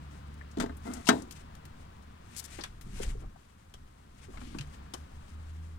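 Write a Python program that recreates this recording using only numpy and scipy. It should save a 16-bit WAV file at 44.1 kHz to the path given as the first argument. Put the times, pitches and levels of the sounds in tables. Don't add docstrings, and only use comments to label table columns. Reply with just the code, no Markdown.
import sys
import numpy as np
from scipy import signal
from scipy.fft import rfft, irfft
from scipy.io import wavfile
from scipy.ndimage import uniform_filter1d

SR = 44100
rng = np.random.default_rng(int(sys.argv[2]) if len(sys.argv) > 2 else 0)


def persist_wave(psi):
    counts = np.round(np.clip(psi, -1, 1) * 32767).astype(np.int16)
    wavfile.write(sys.argv[1], SR, np.atleast_2d(counts).T)


N = 254898
T = np.arange(N) / SR
F = np.maximum(np.fft.rfftfreq(N, 1 / SR), 1)

# [f/Hz, relative level per Hz/dB]
OUTDOOR_SPECTRUM = [(15, -8.5), (35, -6), (75, 1.5), (120, -6.5), (200, -7), (400, -18.5), (1000, -12.5),
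                    (2000, -23.5), (4000, -29.5), (9000, -44.5), (11000, -65), (15500, -31)]
# [t/s, level/dB]
OPENNESS = [(0, -49.5), (2.4, -51.5), (3.6, -57.5), (4.1, -56.5), (4.8, -50.5), (5.78, -54.5)]
# [t/s, mean firing rate f/Hz, mean level/dB, overtone level/dB]
ENGINE_COURSE = [(0, 73.27, -50, -3), (.9, 72.5, -48.5, -15.5), (1.5, 75.8, -60.5, -4),
                 (3.7, 68.1, -68, -11), (4.5, 67.8, -54.5, -6.5), (4.7, 71.7, -45, -9),
                 (5.3, 76.9, -46.5, -22), (5.6, 79.05, -41, -19), (5.78, 80.3, -46, -20)]
# [f/Hz, relative level per Hz/dB]
CLOTH_SPECTRUM = [(300, 0), (1000, 0), (2000, 6), (4500, 0.5), (8500, 2.5), (11000, -5.5), (15500, -11.5)]
# [t/s, length/s,
# level/dB]
CLOTH_STROKES = [(.11, 0.076, -62), (.87, 0.33, -54.5), (1.37, 0.026, -56.5), (1.81, 0.023, -60.5),
                 (2.35, 0.062, -52), (2.48, 0.17, -49.5), (2.555, 0.028, -51), (2.965, 0.062, -47),
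                 (3.055, 0.047, -48.5), (3.2, 0.025, -63), (3.39, 0.047, -64.5), (4.215, 0.027, -55),
                 (4.36, 0.27, -56), (4.725, 0.025, -55.5), (4.96, 0.76, -66)]
# [f/Hz, relative level per Hz/dB]
RUMBLE_SPECTRUM = [(15, 1), (33, 4), (60, -7), (110, -5), (170, -15.5), (300, -22), (600, -32.5),
                   (1200, -30), (3000, -57)]
# [t/s, length/s, level/dB]
PHONE_JOLTS = [(.62, 0.11, -46), (1.45, .9, -58.5), (2.62, 0.41, -46.5), (3.01, 0.13, -36.5),
               (3.22, .05, -42.5), (3.77, 0.088, -52), (4.3, .38, -48), (5.15, 0.75, -56)]
# [t/s, level/dB, centre f/Hz,
# width/octave, T60/s]
TRIM_TICKS = [(.411, -41, 1780, 0.23, 0.044), (0.512, -54, 6370, 0.51, 0.073),
              (0.769, -48.5, 10000, 0.57, 0.056), (.936, -32, 7540, 0.51, 0.038),
              (.968, -47.5, 4900, .7, 0.093), (1.221, -43, 7150, 0.58, 0.038),
              (1.309, -38.5, 5900, 1.6, 0.06), (1.323, -39, 6430, .8, 0.027),
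              (1.552, -42.5, 6000, 2.5, 0.013), (1.653, -43.5, 3960, 4.5, 0.041),
              (2.396, -32, 6900, 1.4, 0.038), (2.609, -37.5, 4450, 0.35, 0.064),
              (2.811, -44, 6500, 3.2, 0.083)]
# [t/s, ring level/dB, softness cut-off f/Hz, clatter level/dB, share of ring time left by the hand (0-1)]
DOOR_BLOWS = [(.571, -29.5, 640, -42, 0.8), (.584, -29.5, 335, -42, .7), (0.5997, -33, 890, -26, 0.5),
              (0.6044, -46, 1490, -29, 0.7), (0.611, -24.5, 1290, -33, 0.14),
              (0.622, -35, 1000, -32.5, 0.57), (0.631, -34.5, 700, -41, 0.76),
              (0.64, -24.5, 1300, -44, 0.17), (0.661, -35.5, 2500, -46.5, 0.23),
              (.694, -40, 2800, -58, 0.56), (0.877, -30.5, 334, -59.5, 0.6), (1.088, -18.5, 7000, -9.5, 1),
              (1.0947, -36.5, 1500, -20.5, 0.5), (1.127, -33, 1500, -43, 0.77)]
# [f/Hz, level/dB, T60/s]
DOOR_MODES = [(188, -10, .28), (216, -6, .17), (240, 0, .21), (258, 0, .21), (279, -6, .3), (323, -6, .19),
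              (350, -7, .11), (419, -4, .22), (485, -13, .22), (565, -13, .1), (674, -1, .18),
              (781, -11, .1), (882, -2, .15), (1087, -9, .11), (1259, -3, .11), (1468, -5, .11),
              (1591, -2, .11), (1807, -5, .12), (2069, -5, .08), (3149, -13, .08), (3805, -7, .08),
              (3914, -6, .12)]
# [f/Hz, relative level per Hz/dB, T60/s]
LOCK_CLATTER = [(80.6, -13, 0.32), (201.7, -3, 0.48), (517, -3, 0.29), (900, 1.5, 0.21), (1516, 8, 0.024),
                (2620, -7, 0.099), (4070, 3, 0.037), (5550, -8, 0.068), (7260, -2, 0.039),
                (11000, -13, 0.029), (15300, -9.5, 0.026)]
# [f/Hz, relative level per Hz/dB]
LINKAGE_SPECTRUM = [(120, -14), (230, 1), (330, -4), (520, -14), (670, -3.5), (900, -10), (1150, -13),
                    (1420, -10.5), (1750, -30), (2100, -13.5), (2350, -44), (6000, -38)]
# [t/s, length/s, level/dB, centre f/Hz, width/octave]
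SLIDING_CONTACTS = [(1.055, 0.009, -46, 5460, .7), (1.069, 0.017, -29.5, 4120, 0.91),
                    (1.0695, 0.0081, -35, 2720, 0.025), (1.071, .016, -35.5, 850, 0.32),
                    (2.364, 0.04, -37, 7200, 0.74), (2.439, 0.023, -43, 7500, 0.77),
                    (4.378, 0.18, -51, 250, 0.3), (4.432, .12, -57.5, 3000, 0.6)]
# [t/s, level/dB, centre f/Hz, width/octave]
LIMB_KNOCKS = [(2.587, -33.5, 446, 1.47), (2.866, -38, 149, 0.64), (2.931, -38, 150, 0.57),
               (2.997, -32.5, 336, 0.93), (3.045, -43.5, 475, .4), (3.06, -25, 42, 0.4),
               (3.149, -47, 410, .35), (3.215, -45, 108, 1.88), (3.237, -49, 700, .7),
               (3.358, -50, 834, .5), (4.283, -44, 300, 0.6), (4.337, -42.5, 870, 0.54),
               (4.371, -42, 880, 1.34), (4.413, -44, 694, 1.3), (4.546, -34.5, 210, 0.52),
               (4.546, -42, 780, .8), (4.597, -35, 132, 0.1)]
# [t/s, crack level/dB, crack f/Hz, ring level/dB, ring f/Hz, panel level/dB, panel f/Hz]
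FITTING_CLICKS = [(2.637, -32.5, 4630, -32.5, 3490, -36, 1250),
                  (3.739, -44.5, 4450, -44.5, 3180, -50.5, 600),
                  (4.586, -36.5, 3460, -36, 2690, -44.5, 796), (4.609, -39, 3440, -44, 3100, -46.5, 890),
                  (4.9374, -31.5, 5300, -42, 3080, -34.5, 597)]
# [f/Hz, level/dB]
PORT_SHADE = [(150, -0.5), (420, 0.3), (700, -16.5), (2400, -7), (4200, -11), (5500, -18), (8000, -19.5),
              (15000, -23)]

PORT_LAG_S, SHARED_HZ = .00059, 1150
STROKE_RISE_S, STROKE_FALL_S, CLOTH_REST_DB = 0.05, .018, -69.5
JOLT_RISE_S, JOLT_FALL_S, HAND_REST_DB = 0.071, 0.054, -63
THROB_S, THROB_HZ, THROB_DEPTH = 4.59, 6.03, 1
PULL_S, PULL_LENGTH_S, PULL_DB, PULL_EDGE_S = .86, 0.148, -41.5, 0.0095
KNOCK_T60_S, KNOCK_REF_HZ, KNOCK_LAW = 0.1, 497, 0.38
RING_OCTAVES = .07
TOP_HZ = 15900


def undb(db):
    return 10 ** (np.asarray(db) / 20)


def curve(table, axis=1):
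    rows = np.array(table)
    return np.interp(T, rows[:, 0], rows[:, axis])


def across(table, hz, axis=1):
    rows = np.array(table)
    return np.interp(np.log(hz), np.log(rows[:, 0]), rows[:, axis])


def unit(x):
    return x / np.sqrt(np.mean(x ** 2))


def colour(x, spectrum):
    return unit(irfft(rfft(x) * undb(across(spectrum, F)), N))


def band(x, hz, octaves):
    size = x.shape[-1]
    f = np.maximum(np.fft.rfftfreq(size, 1 / SR), 1)
    bell = np.exp(-.5 * (np.log2(f / hz) / octaves) ** 2)
    return unit(irfft(rfft(x) * bell, size))


def walk(rate):
    k = max(int(SR / rate), 1)
    steps = np.repeat(rng.standard_normal(N // k + 2), k)
    return unit(uniform_filter1d(steps, k)[:N])


def grains(size, spread_db):
    strength = undb(spread_db * rng.exponential(size=size // 32 + 1))
    return rng.standard_normal((2, size)) * np.repeat(strength, 32)[:size]


def add(out, s, x):
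    i = int(s * SR)
    out[:, i:i + x.shape[-1]] += x[:, :N - i]


def ports(pair, shade=1):
    size = pair.shape[-1]
    f = np.maximum(np.fft.rfftfreq(size, 1 / SR), 1)
    near, far = rfft(pair)
    shared = 1 / (1 + (f / SHARED_HZ) ** 4)
    mixed = np.sqrt(shared) * near + np.sqrt(1 - shared) * far
    late = mixed * np.exp(-2j * np.pi * f * PORT_LAG_S)
    right = irfft(late * undb(shade * across(PORT_SHADE, f)), size)
    return np.array([pair[0], right])


def fade(t, t60):
    return undb(-60 * t / t60)


def swell(t, hz, cycles=0.66):
    return 1 - np.exp(-t * hz / cycles)


def gestures(rows, rise_s, fall_s, rest_db):
    power = undb(rest_db) ** 2
    for s, length, db in rows:
        before = np.maximum(s - T, 0) / rise_s
        after = np.maximum(T - s - length, 0) / fall_s
        power = power + (undb(db) * np.exp(-before - after)) ** 2
    return np.sqrt(power)


def tap(hz, octaves, t60, tail_db=-24, tail_t60=0.36):
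    t = T[:SR // 3]
    decay = fade(t, t60) + undb(tail_db) * fade(t, tail_t60)
    return swell(t, hz) * decay * band(rng.standard_normal((2, len(t))), hz, octaves)


def outdoors(hiss_db=-72.5):
    level = undb(curve(OPENNESS) + 0.41 * walk(4.5))
    air = colour(rng.standard_normal((2, N)), OUTDOOR_SPECTRUM) * level
    hiss = undb(hiss_db) * rng.standard_normal((2, N))
    return ports(air, shade=0.45) + hiss


def engine(wander=0.0061, slope_db=-8):
    firing_hz = curve(ENGINE_COURSE) * (1 + wander * walk(8.4))
    phase = 2 * np.pi * np.cumsum(firing_hz) / SR
    overtones = 0
    for k in range(2, 5):
        gain = undb(slope_db * (k - 2) + 1.7 * walk(14))
        overtones = overtones + gain * np.sin(k * phase)
    hum = np.sqrt(2) * (np.sin(phase) + undb(curve(ENGINE_COURSE, axis=3)) * overtones)
    hum = hum * undb(curve(ENGINE_COURSE, axis=2) + walk(16)) * throb()
    return ports(np.array([hum, hum]), shade=0.15)


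def throb(count=5):
    beats = np.clip((T - THROB_S) * THROB_HZ, -.5, count - .5)
    return 1 - THROB_DEPTH * np.cos(np.pi * beats) ** 2


def movement(stroke_db=2.5, grain_db=1.0):
    unevenness = undb(stroke_db * walk(45) + grain_db * walk(350))
    strokes = gestures(CLOTH_STROKES, STROKE_RISE_S, STROKE_FALL_S, CLOTH_REST_DB)
    cloth = colour(grains(N, spread_db=1.0), CLOTH_SPECTRUM) * strokes * unevenness
    jolts = gestures(PHONE_JOLTS, JOLT_RISE_S, JOLT_FALL_S, HAND_REST_DB)
    rumble = colour(rng.standard_normal((2, N)), RUMBLE_SPECTRUM) * jolts * undb(1.8 * walk(6.4))
    return ports(cloth, shade=0.9) + ports(rumble, shade=0.86)


def ticks(faint_db=-55, faint_hz=7500, count=10):
    out = np.zeros((2, N))
    for s, db, hz, octaves, t60 in TRIM_TICKS:
        add(out, s, undb(db) * tap(hz, octaves, t60))
    for place, strength in rng.uniform(size=(count, 2)):
        add(out, place * T[-1], undb(faint_db) * strength * tap(faint_hz, octaves=.7, t60=.03))
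    return ports(out)


def door():
    out, t = np.zeros((2, N)), T[:SR // 2]
    for s, ring_db, soft_hz, clatter_db, free in DOOR_BLOWS:
        phases = rng.uniform(0, 2 * np.pi, len(DOOR_MODES))
        ring = 0
        for phase, (hz, db, t60) in zip(phases, DOOR_MODES):
            reach = undb(db) / (1 + (hz / soft_hz) ** 4)
            mode = np.sin(2 * np.pi * hz * t + phase)
            ring = ring + reach * mode * swell(t, hz) * fade(t, t60 * free)
        add(out, s, undb(ring_db) * ring + undb(clatter_db) * clatter(t))
    return ports(out)


def clatter(t, tail_db=-29, tail_t60=0.41):
    centres = 80 * 2 ** np.arange(0, 8, .5)
    gains = undb(across(LOCK_CLATTER, centres)) * np.sqrt(centres)
    out = 0
    for hz, gain in zip(centres, gains / np.linalg.norm(gains)):
        t60 = across(LOCK_CLATTER, hz, axis=2)
        decay = fade(t, t60) + undb(tail_db) * fade(t, tail_t60)
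        noise = band(rng.standard_normal((2, len(t))), hz, 1 / 4)
        out = out + gain * swell(t, hz) * decay * noise
    return out


def creak(slip_hz=235, grit_db=-2):
    turns = np.cumsum(slip_hz * (1 + .07 * walk(90))) / SR
    slips = unit(np.diff(np.floor(turns), prepend=0) - slip_hz / SR)
    rub = slips + undb(grit_db) * rng.standard_normal((2, N))
    pull = gestures([(PULL_S, PULL_LENGTH_S, PULL_DB)], PULL_EDGE_S, PULL_EDGE_S, -np.inf)
    return ports(colour(rub, LINKAGE_SPECTRUM) * pull * undb(2 * walk(70)), shade=0.75)


def scrapes(release_t60=0.0074, spread_db=-3.7):
    out, t = np.zeros((2, N)), T[:SR // 4]
    for s, length, db, hz, octaves in SLIDING_CONTACTS:
        onset = np.minimum(t / 0.00077, 1)
        contact = onset * fade(np.maximum(t - length, 0), release_t60)
        add(out, s, undb(db) * contact * band(grains(len(t), spread_db), hz, octaves))
    return ports(out, shade=5.5)


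def knocks():
    out = np.zeros((2, N))
    for s, db, hz, octaves in LIMB_KNOCKS:
        t60 = KNOCK_T60_S * (KNOCK_REF_HZ / hz) ** KNOCK_LAW
        add(out, s, undb(db) * tap(hz, octaves, t60))
    return ports(out, shade=0.92)


def clicks():
    cracks, rings = np.zeros((2, N)), np.zeros((2, N))
    for s, crack_db, crack_hz, ring_db, ring_hz, panel_db, panel_hz in FITTING_CLICKS:
        crack = tap(crack_hz, octaves=0.97, t60=0.041, tail_db=-23, tail_t60=0.39)
        ring = tap(ring_hz, RING_OCTAVES, t60=0.057, tail_db=-30, tail_t60=.15)
        panel = tap(panel_hz, octaves=0.93, t60=0.094)
        add(cracks, s, undb(crack_db) * crack)
        add(rings, s, undb(ring_db) * ring + undb(panel_db) * panel)
    return ports(cracks, shade=0.73) + ports(rings, shade=0.41)


def scene():
    background = outdoors() + engine() + movement()
    opening = ticks() + door() + creak() + scrapes()
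    return background + opening + knocks() + clicks()


def record(dry, roll_off_hz=12000):
    roll_off = signal.butter(2, roll_off_hz, fs=SR, output="sos")
    top_cut = signal.ellip(10, .2, 80, TOP_HZ, fs=SR, output="sos")
    heard = signal.sosfilt(roll_off, dry)
    return signal.sosfilt(top_cut, np.tanh(heard))


dry = scene()
out = record(dry)
persist_wave(out)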